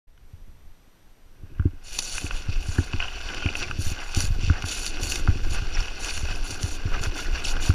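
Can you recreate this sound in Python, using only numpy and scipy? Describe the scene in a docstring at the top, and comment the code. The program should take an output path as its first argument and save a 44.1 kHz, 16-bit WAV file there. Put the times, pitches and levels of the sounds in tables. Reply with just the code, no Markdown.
"""A foam sled grinds and crunches over crusty snow in sudden slips; patches of crust squeak as they give.
The rider's gloves paddle through loose snow, a sleeve zips over the sled edge and ice crumbs crack.
The sound is heard from a cased camera on a pole: bumps thump up the pole, the mount knocks, wind sways it.
Snow, cracks and knocks ring in the plastic case, over quiet air and a faint electronic whine."""
import sys
import numpy as np
from scipy import signal
from scipy.fft import rfft, irfft
from scipy.io import wavfile
from scipy.ndimage import uniform_filter1d

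SR = 44100
rng = np.random.default_rng(int(sys.argv[2]) if len(sys.argv) > 2 else 0)


def transcribe(signal):
    """Save signal, clipped to [-1, 1], as a 16-bit WAV file at the path in sys.argv[1]."""
    frames = np.atleast_2d(signal).T
    limited = np.clip(frames, -1, 1)
    pcm = np.round(limited * 32767).astype(np.int16)
    wavfile.write(sys.argv[1], SR, pcm)


N = 341334
TIME_S = np.arange(N) / SR
BINS_HZ = np.fft.rfftfreq(N, 1 / SR)

# The base loading the snow. Each row: time in seconds, grind in dB, crunch in dB.
GLIDE_LEVELS = [(1.35, -72, -77), (1.66, -57, -77), (1.8, -64.5, -66), (1.86, -59, -56), (1.95, -53, -41.5),
                (2.08, -55, -58), (2.17, -45, -44.5), (2.5, -49, -46), (2.9, -46, -46.5),
                (3.03, -45, -42.5), (3.66, -41.5, -42), (3.77, -48.5, -44), (4.03, -42, -43.5),
                (4.35, -47.5, -45.5), (5.1, -43, -41), (5.42, -46, -43.5), (6.2, -42.5, -42),
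                (6.45, -45, -45.5), (7.74, -41.5, -43)]


def amp(db):
    """Decibels to gain."""
    return 10 ** (np.asarray(db) / 20)


def unit(x):
    """Scale to rms 1."""
    return x / np.sqrt(np.mean(x ** 2) + 1e-20)


def level(rows, column=1):
    """A dB column against time as gain per sample; silent before the first row."""
    rows = np.array(rows)
    return amp(np.interp(TIME_S, rows[:, 0], rows[:, column], left=-120))


def add(mix, start_s, sound):
    """Mix a sound in place."""
    part = mix[max(round(start_s * SR), 0):][:len(sound)]
    part += sound[:len(part)]


def wander(rate_hz):
    """Smooth random drift up to about rate_hz, rms 1."""
    return unit(irfft(rfft(rng.standard_normal(N)) / (1 + (BINS_HZ / rate_hz) ** 4), N))


def colour(x, spectrum, cased=True, treble_db=0, size=16384):
    """Causal filter: source spectrum, treble shelf and, if cased, the ringing of the case."""
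    # Each row: centre in Hz, half width in Hz, lift in dB.
    case_resonances = [(747, 91, 5), (1160, 55, 2.5), (1453, 110, 10), (1620, 100, 7.5), (2066, 90, 5),
                       (2175, 63, 3), (2535, 160, 10), (2864, 215, 9.5), (3520, 185, 4.5), (4544, 277, 8),
                       (4970, 130, -0.5), (5170, 140, 3.5), (5800, 420, 8.5), (7010, 334, 9),
                       (8890, 160, 3), (8790, 310, 8), (9460, 270, 9.5), (10230, 390, 10), (11300, 430, -4),
                       (12630, 400, 2.5)]
    hz = np.fft.rfftfreq(size, 1 / SR)
    points_hz, points_db = np.transpose(spectrum)
    db = np.interp(np.log(hz + 1), np.log(points_hz), points_db)
    db += treble_db * np.interp(hz, [3000, 4300], [0, 1])
    if cased:
        db += sum(lift * np.exp(-((hz - centre) / width) ** 2) for centre, width, lift in case_resonances)
    cepstrum = irfft(np.log(amp(db)))
    cepstrum[1:size // 2] *= 2  # fold to minimum phase
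    cepstrum[size // 2 + 1:] = 0
    impulse = irfft(np.exp(rfft(cepstrum)))[:size // 2]
    return signal.fftconvolve(x, impulse)[:len(x)]


def grains(per_s, spread_db, patchy_db):
    """Snow crystals breaking: uneven clicks whose colour shifts from patch to patch."""
    sizes = amp(spread_db * np.clip(rng.standard_normal(N), -2.5, 2.5))
    clicks = sizes * rng.choice([-1, 1], N) * (rng.random(N) < per_s / SR)
    spectra = signal.stft(clicks, nperseg=256)[2]
    patches = uniform_filter1d(rng.standard_normal(spectra.shape), size=9, axis=0)
    patches = unit(uniform_filter1d(patches, size=4, axis=1))
    return signal.istft(spectra * amp(patchy_db * patches))[1][:N]


def slips(per_s, relax_s):
    """Stick and slip: the load lets go at once and each slip decays; mean near 0, rms near 1."""
    kicks = rng.uniform(0, 1, N) ** 2 * (rng.random(N) < per_s / SR)
    release = signal.lfilter([1], [1, -np.exp(-1 / (relax_s * SR))], kicks)
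    return np.minimum(unit(release - uniform_filter1d(release, size=2200)), 3.5)


def air_and_whine():
    """Quiet winter air and the thin whine of the camera electronics."""
    # Each row of both: frequency in Hz, level in dB.
    air_spectrum = [(20, 11.5), (100, 13.5), (250, 7), (600, 1), (1500, -2.5), (3500, -7), (7000, -13.5),
                    (10000, -18), (15000, -21)]
    whine_tones = [(5846, -79.5), (8780, -82), (11687, -90.5), (11719, -76.5), (14626, -100)]
    air = amp(-59.5) * unit(colour(rng.standard_normal(N), air_spectrum, cased=False))
    whine = sum(amp(db) * np.sqrt(2) * np.sin(2 * np.pi * hz * TIME_S + 1.2 * wander(rate_hz=15))
                for hz, db in whine_tones)
    return air + whine


def pole_sway():
    """Wind on the case and slow sway, mostly below the pole's first mode."""
    # Each row: frequency in Hz, level in dB.
    sway_spectrum = [(5, -1.5), (15, 7), (30, 3.5), (48, -12.5), (68, -9), (90, -16), (125, -28.5),
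                     (220, -35), (600, -65.5)]
    # Each row: time in seconds, level in dB.
    wind_levels = [(0.0, -45), (.3, -49), (.55, -43.5), (.9, -58), (1.4, -45), (1.65, -32.5), (1.8, -41),
                   (2.65, -28), (3.15, -36), (4.1, -32), (4.3, -23), (4.7, -34.5), (5.55, -21.5),
                   (6.0, -31), (6.36, -24.5), (6.62, -36.5), (6.92, -27), (7.2, -31.5), (7.74, -23.5)]
    sway = unit(colour(rng.standard_normal(N), sway_spectrum, cased=False))
    sway /= np.sqrt(uniform_filter1d(sway ** 2, size=9000) + 0.23)  # evens out the swings
    gusts = amp(3.1 * wander(rate_hz=8.3))
    return amp(1.6) * unit(sway) * gusts * level(wind_levels)


def pole_judder():
    """Judder of the sled passing up through the pole's modes."""
    # Each row: frequency in Hz, level in dB.
    judder_spectrum = [(25, -12), (55, 8.5), (82, 9), (140, 1.5), (210, -2), (290, 2.5), (380, 0),
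                       (520, -7), (1000, -30.5), (3000, -56)]
    # Each row: time in seconds, level in dB, extra gain of the bending mode in dB.
    ride_levels = [(.1, -85, 0), (.27, -71, 3), (.6, -79, -4), (1.25, -74, -3), (1.42, -58.5, 0),
                   (1.85, -69, 0), (2.1, -64, -2), (2.27, -45, -6), (2.55, -55, -3), (2.8, -46.5, 3),
                   (3.1, -57, -10), (3.35, -42.5, -3), (3.75, -47, 2.5), (4.08, -59, -3), (4.4, -49.5, -3),
                   (4.78, -50, -18), (5.0, -42, -10), (5.6, -47.5, 5.5), (5.9, -49.5, -15), (6.25, -49, 2),
                   (6.6, -46.5, -4), (6.9, -42.5, -11), (7.74, -46, -1)]
    jolts = grains(per_s=2500, spread_db=1.5, patchy_db=2.1)
    judder = unit(colour(jolts, judder_spectrum, cased=False))
    bending = irfft(rfft(judder) * np.interp(BINS_HZ, [130, 220], [1, 0]), N)
    judder += (level(ride_levels, column=2) - 1) * bending
    return amp(4) * judder * amp(1.7 * wander(rate_hz=13)) * level(ride_levels)


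def ring(modes, rise_s):
    """Damped modes after a padded blow, slightly detuned at random; peak 1."""
    t = np.arange(SR // 4) / SR
    sound = sum(amp(db - 60 * t / t60_s) * np.sin(2 * np.pi * hz * rng.uniform(.96, 1.04) * t)
                for hz, db, t60_s in modes)
    sound *= 1 - np.exp(-(t / rise_s) ** 2)
    return sound / abs(sound).max()


def pole_bumps():
    """Each bump bends the pole; harder ones ring its stiff upper modes more."""
    # Each row: start in seconds, level in dB, hardness in dB.
    bumps = [(0.333, -32.5, -41), (0.478, -42, -14), (1.432, -31, -20.5), (1.515, -36, -25),
             (1.595, -12.5, -23.5), (1.653, -10, -12), (1.731, -40, -6), (2.24, -22.5, -12),
             (2.485, -16, -25), (2.684, -18, -25), (2.784, -10, -12), (2.937, -18, -13),
             (3.455, -14, -13.5), (3.695, -27, -20), (3.787, -16.5, -18.5), (3.863, -20.5, -23),
             (3.914, -23.5, -13.5), (4.169, -13.5, -14.5), (4.236, -19, -19), (4.304, -15.5, -32),
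             (4.385, -24.5, -15), (4.432, -18.5, -23), (4.474, -17, -35), (4.499, -7.5, -21),
             (4.638, -20, -15.5), (5.021, -25, -22), (5.283, -8, -20), (5.354, -23, -11.5),
             (5.62, -24, -28), (6.228, -23.5, -18), (6.31, -26, -24), (6.52, -28, -28), (6.636, -15.5, -30),
             (6.853, -16, -21), (7.008, -23.5, -32), (7.068, -21, -27), (7.693, -6.5, -21)]
    # Each row of both: frequency in Hz, level in dB, t60 in seconds.
    bending_modes = [(84.7, 15, 0.083), (127, -6, 0.04)]
    stiff_modes = [(277.6, -3, 0.067), (314.7, -2.5, 0.051)]
    out = np.zeros(N)
    for start_s, db, hard_db in bumps:
        add(out, start_s, amp(db - 0.5) * ring(bending_modes, rise_s=0.004))
        add(out, start_s, amp(db + hard_db + 5) * ring(stiff_modes, rise_s=0.0039))
    return out


def snap(spectrum, t60_s, chatter, treble_db=0):
    """A sharp contact and brief chatter, heard through the case; rms 1 over the first 3 ms."""
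    t = np.arange(SR // 16) / SR
    contact = chatter * rng.choice([-1, 1], len(t)) * amp(-60 * t / t60_s)
    contact[0] = 1
    sound = colour(contact, spectrum, treble_db=treble_db, size=4096)
    return sound / np.sqrt(np.mean(sound[t < .003] ** 2))


def mount_knocks():
    """Play in the mount makes dull knocks."""
    # Each row: start in seconds, level in dB, chatter t60 in seconds.
    knocks = [(0.177, -49, 0.012), (1.5966, -30, 0.022), (1.6232, -39, 0.013), (2.1815, -24, 0.0074),
              (2.3096, -23.5, 0.0091), (2.7836, -21, 0.01), (2.934, -28.5, 0.015), (3.711, -22, 0.031),
              (4.499, -18.5, 0.0073), (4.641, -24.5, 0.0096), (5.2756, -17, 0.027), (7.053, -32, 0.014),
              (7.5675, -26, 0.011), (7.7043, -22.5, 0.017)]
    # Each row: frequency in Hz, level in dB.
    knock_spectrum = [(200, -10), (700, -10.5), (1150, 5), (1500, 0.5), (1900, -9), (2250, -19),
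                      (2600, -25), (4000, -41.5), (6000, -48), (12000, -68)]
    out = np.zeros(N)
    for start_s, db, t60_s in knocks:
        add(out, start_s, amp(db - 5.5) * snap(knock_spectrum, t60_s, chatter=0.15))
    return out


def ice_cracks():
    """Crumbs of ice break with sharp ticks."""
    # Each row: start in seconds, level in dB, treble in dB, chatter t60 in seconds.
    crumbs = [(0.177, -47, -22, 0.012), (1.596, -40, -30, 0.014), (1.9883, -11, -1, 0.03),
              (2.1807, -18, -28, 0.013), (2.266, -23, -38, 0.015), (2.309, -20.5, -27, 0.024),
              (2.9338, -21.5, -26, 0.0133), (3.002, -14, -45, 0.021), (3.0245, -16.5, -40, 0.029),
              (3.0813, -23, -33, 0.025), (3.289, -22, -21, 0.021), (3.337, -27, -30, 0.025),
              (3.3458, -22.5, -13, 0.016), (3.3715, -23.5, -20, 0.019), (3.4618, -17, -34, 0.011),
              (3.488, -17, -43, 0.014), (3.5528, -14.5, -35, 0.016), (3.712, -20, -22, 0.0048),
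              (3.989, -27, -28, 0.014), (4.148, -17.5, -2, 0.014), (4.2047, -13.5, 2, 0.014),
              (4.623, -22, -13, 0.014), (4.8648, -17, 0.5, 0.0095), (4.971, -25, -23, 0.0183),
              (5.033, -19, 7, 0.011), (5.1208, -14, -5, 0.02), (5.1572, -16, -5, 0.024),
              (5.5462, -24, -17, 0.0187), (5.882, -23.5, -31, 0.032), (6.046, -19, -7, 0.028),
              (6.177, -21.5, -6, 0.017), (6.5067, -22.5, -2, 0.024), (6.631, -19, -1, 0.0099),
              (7.0372, -19.5, -2, 0.014), (7.5677, -27.5, -19, 0.0084)]
    # Each row: frequency in Hz, level in dB.
    crack_spectrum = [(200, -11), (700, -2.5), (1500, -5.5), (2700, 4), (4400, 1), (6500, 1), (8000, -13),
                      (11000, -13), (15000, -22)]
    out = np.zeros(N)
    for start_s, db, treble_db, t60_s in crumbs:
        crack = snap(crack_spectrum, t60_s, chatter=0.26, treble_db=treble_db + 6.5)
        add(out, start_s, amp(db - 7.5) * crack)
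    return out


def sleeve_zip():
    """Ribbed cloth slows as it slips over the sled edge: a short falling rasp with its octave."""
    # Each row: time in seconds, rib rate in Hz, level in dB.
    zip_curve = [(7.441, 4720, -51.5), (7.441, 4490, -34), (7.447, 3700, -33), (7.452, 2780, -22.5),
                 (7.459, 2540, -31)]
    times_s, rib_hz, _ = np.transpose(zip_curve)
    rate_hz = np.interp(TIME_S, times_s, rib_hz) * (1 + 0.04 * wander(rate_hz=900))
    phase = 2 * np.pi * np.cumsum(rate_hz) / SR
    rasp = np.sin(phase) + 0.78 * np.sin(2 * phase)
    return rasp * level(zip_curve, column=2) * (TIME_S < times_s[-1])


def stroke(length_s, dig_s=0.02, lift_s=0.0091, press_db=5.5):
    """Envelope of one push: the glove digs in, presses hardest midway and lifts out."""
    t = np.arange(0, length_s + 8 * lift_s, 1 / SR)
    dig = np.minimum(t / dig_s, 1)
    press = np.sin(np.pi * np.minimum(t / length_s, 1))
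    lift = np.exp(-np.maximum(t - length_s, 0) / lift_s)
    return dig * amp(press_db * (press - 1)) * lift


def snow_spray(trail_db=-22.5):
    """Fine loose snow swept by the gloves, plus a thin trail from the base; powder fizzes on top."""
    # Each row: start in seconds, length in seconds, level in dB, relative fizz in dB.
    glove_strokes = [(1.83, 0.14, -54, -5), (1.919, 0.36, -43.5, -6), (2.295, .13, -56, -5),
                     (2.6, 0.28, -52.5, -6), (3.276, 0.038, -68, 0), (3.54, 0.07, -52.5, 0),
                     (3.785, 0.14, -45, 2), (3.995, 0.2, -59.5, -2), (4.142, 0.13, -40.5, -4),
                     (4.642, 0.19, -41, -5), (4.825, 0.077, -43.5, -5), (4.999, .2, -42, -1),
                     (5.487, 0.071, -47, -6), (5.766, .1, -63, -5), (5.987, 0.23, -45.5, -8),
                     (6.215, .2, -61.5, -3), (6.432, 0.14, -47, -5), (6.587, 0.18, -48.5, -5),
                     (7.001, .075, -49.5, 0), (7.14, 0.11, -51, 0), (7.364, 0.067, -61, 0),
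                     (7.437, 0.091, -44.5, -4), (7.6, 0.11, -45, -3)]
    # Each row: frequency in Hz, level in dB.
    spray_spectrum = [(400, -0.5), (1500, -10), (2500, -7), (3300, -2), (4400, 2), (5000, -3), (6400, 2.5),
                      (7700, -5), (8400, -10.5), (11000, -7), (13000, -9.5), (15300, -19)]
    spray = grains(per_s=14000, spread_db=5, patchy_db=2.5) * amp(1.4 * slips(per_s=200, relax_s=0.0018))
    spray = unit(colour(spray, spray_spectrum))
    fizz = irfft(rfft(spray) * np.interp(BINS_HZ, [10500, 11500], [0, 1]), N)
    push = amp(trail_db) * level(GLIDE_LEVELS, column=2)
    powder = push.copy()
    for start_s, length_s, db, fizz_db in glove_strokes:
        add(push, start_s, amp(db) * stroke(length_s))
        add(powder, start_s, amp(db + fizz_db) * stroke(length_s))
    return amp(8) * ((spray - fizz) * push + fizz * powder) * amp(1.06 * wander(rate_hz=26))


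def crust_squeaks():
    """Collapsing crust sticks and slips at an uneven rate: a fuzzy pitch that sags."""
    # Each row: middle in seconds, length in seconds, level in dB, mid pitch in Hz.
    squeaks = [(2.786, 0.016, -25, 1555), (3.046, 0.063, -30, 2810), (3.161, .2, -36, 2750),
               (3.295, 0.028, -40, 1700), (3.44, 0.15, -30, 2730), (3.646, 0.039, -32, 2290),
               (4.586, 0.086, -37, 1597), (5.554, 0.04, -38, 1610), (5.751, 0.03, -28, 5540),
               (5.773, 0.012, -28.5, 2090), (5.808, 0.016, -29.5, 5320), (5.847, 0.029, -32, 2690),
               (6.307, 0.035, -33, 1515), (6.34, .01, -33.5, 3060), (6.354, 0.0059, -26, 5470),
               (6.946, 0.036, -25, 1578), (7.06, 0.028, -50, 1690), (7.265, 0.053, -32, 1644),
               (7.371, 0.08, -36, 1520), (7.393, 0.07, -31, 2590)]
    lowpass = signal.butter(3, 300, fs=SR, output="sos")
    out = np.zeros(N)
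    for middle_s, length_s, db, hz in squeaks:
        n = round(length_s * SR)
        flutter = signal.sosfilt(lowpass, rng.standard_normal(n) + 1j * rng.standard_normal(n))
        cycles = np.cumsum(hz * (1 + 0.0604 * np.linspace(1, -1, n))) / SR
        rasp = (flutter * np.exp(2j * np.pi * cycles)).real
        add(out, middle_s - length_s / 2, amp(db - 7.5) * unit(rasp) * np.hanning(n))
    return out


def crust_gain(column):
    """The base gets louder as it rides over each patch of harder crust."""
    # Each row: middle in seconds, length in seconds, extra grind in dB, extra crunch in dB.
    hard_patches = [(2.38, 0.091, 3, 3.5), (2.538, 0.1, 3, 5), (3.02, 0.11, 6.5, -0.5),
                    (3.31, 0.12, 6.5, 2.5), (3.61, 0.092, 0, 5), (4.01, 0.068, 5.5, 1.5),
                    (4.2, 0.19, 5, 6.5), (4.456, 0.15, 1, 11), (4.556, 0.13, 7.5, 1),
                    (4.735, .14, 1.5, 6.5), (4.99, 0.069, 2.5, 1), (5.565, 0.12, 7.5, 6.5),
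                    (5.79, 0.15, 3, 5), (6.077, 0.1, 4, 7), (6.314, 0.078, 9, 6), (6.955, 0.095, 8, 3),
                    (7.056, 0.067, 8, 2), (7.202, 0.18, 2.5, 5), (7.375, .1, 5.5, 5.5),
                    (7.474, 0.093, 2, 11.5), (7.662, .12, 4, 8)]
    db = np.zeros(N)
    for patch in hard_patches:
        middle_s, length_s = patch[:2]
        arch = np.sin(np.linspace(0, np.pi, round(length_s * SR)))
        add(db, middle_s - length_s / 2, patch[column] * arch)
    return amp(db)


def sled_base():
    """The base grinds packed snow and crunches crust, in the same slips over the same uneven ground."""
    # Each row of both: frequency in Hz, level in dB.
    grind_spectrum = [(150, -20.5), (350, 1), (600, 0), (1000, 1.5), (1700, -2), (2400, -6), (4000, -16.5),
                      (6000, -18.5), (7500, -53), (15000, -85)]
    crunch_spectrum = [(500, -25), (1700, -13), (2500, 3.5), (3800, 1.5), (5100, 0), (5900, -2), (6500, -8),
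                       (7800, -14), (15000, -54.5)]
    slip = slips(per_s=280, relax_s=0.0022)
    grind = colour(grains(per_s=5000, spread_db=2.5, patchy_db=2.4) * amp(1.73 * slip), grind_spectrum)
    crunch = colour(grains(per_s=4500, spread_db=5, patchy_db=1.5) * amp(1.36 * slip), crunch_spectrum)
    grind = amp(0.84) * unit(grind) * level(GLIDE_LEVELS) * crust_gain(column=2)
    crunch = amp(-0.36) * unit(crunch) * level(GLIDE_LEVELS, column=2) * crust_gain(column=3)
    return (grind + crunch) * amp(1.1 * wander(rate_hz=15))


def scene():
    """All sources at one microphone."""
    snow = sled_base() + crust_squeaks() + snow_spray()
    pole = pole_sway() + pole_judder() + pole_bumps() + mount_knocks()
    return (snow + pole + ice_cracks() + sleeve_zip() + air_and_whine())[None]


def record(dry):
    """The microphone opens after a moment and fades up; then a low-pass."""
    open_s, cutoff_hz = 0.07, 15300
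    gate = np.clip((TIME_S - open_s) / .01, 0, 1)
    fade = amp(np.interp(TIME_S, [open_s, .3], [-6, 0]))
    lowpass = signal.firwin(401, cutoff_hz, window=("kaiser", 8), fs=SR)
    return signal.oaconvolve(dry * gate * fade, lowpass[None], "same")


dry = scene()
out = record(dry)
transcribe(out)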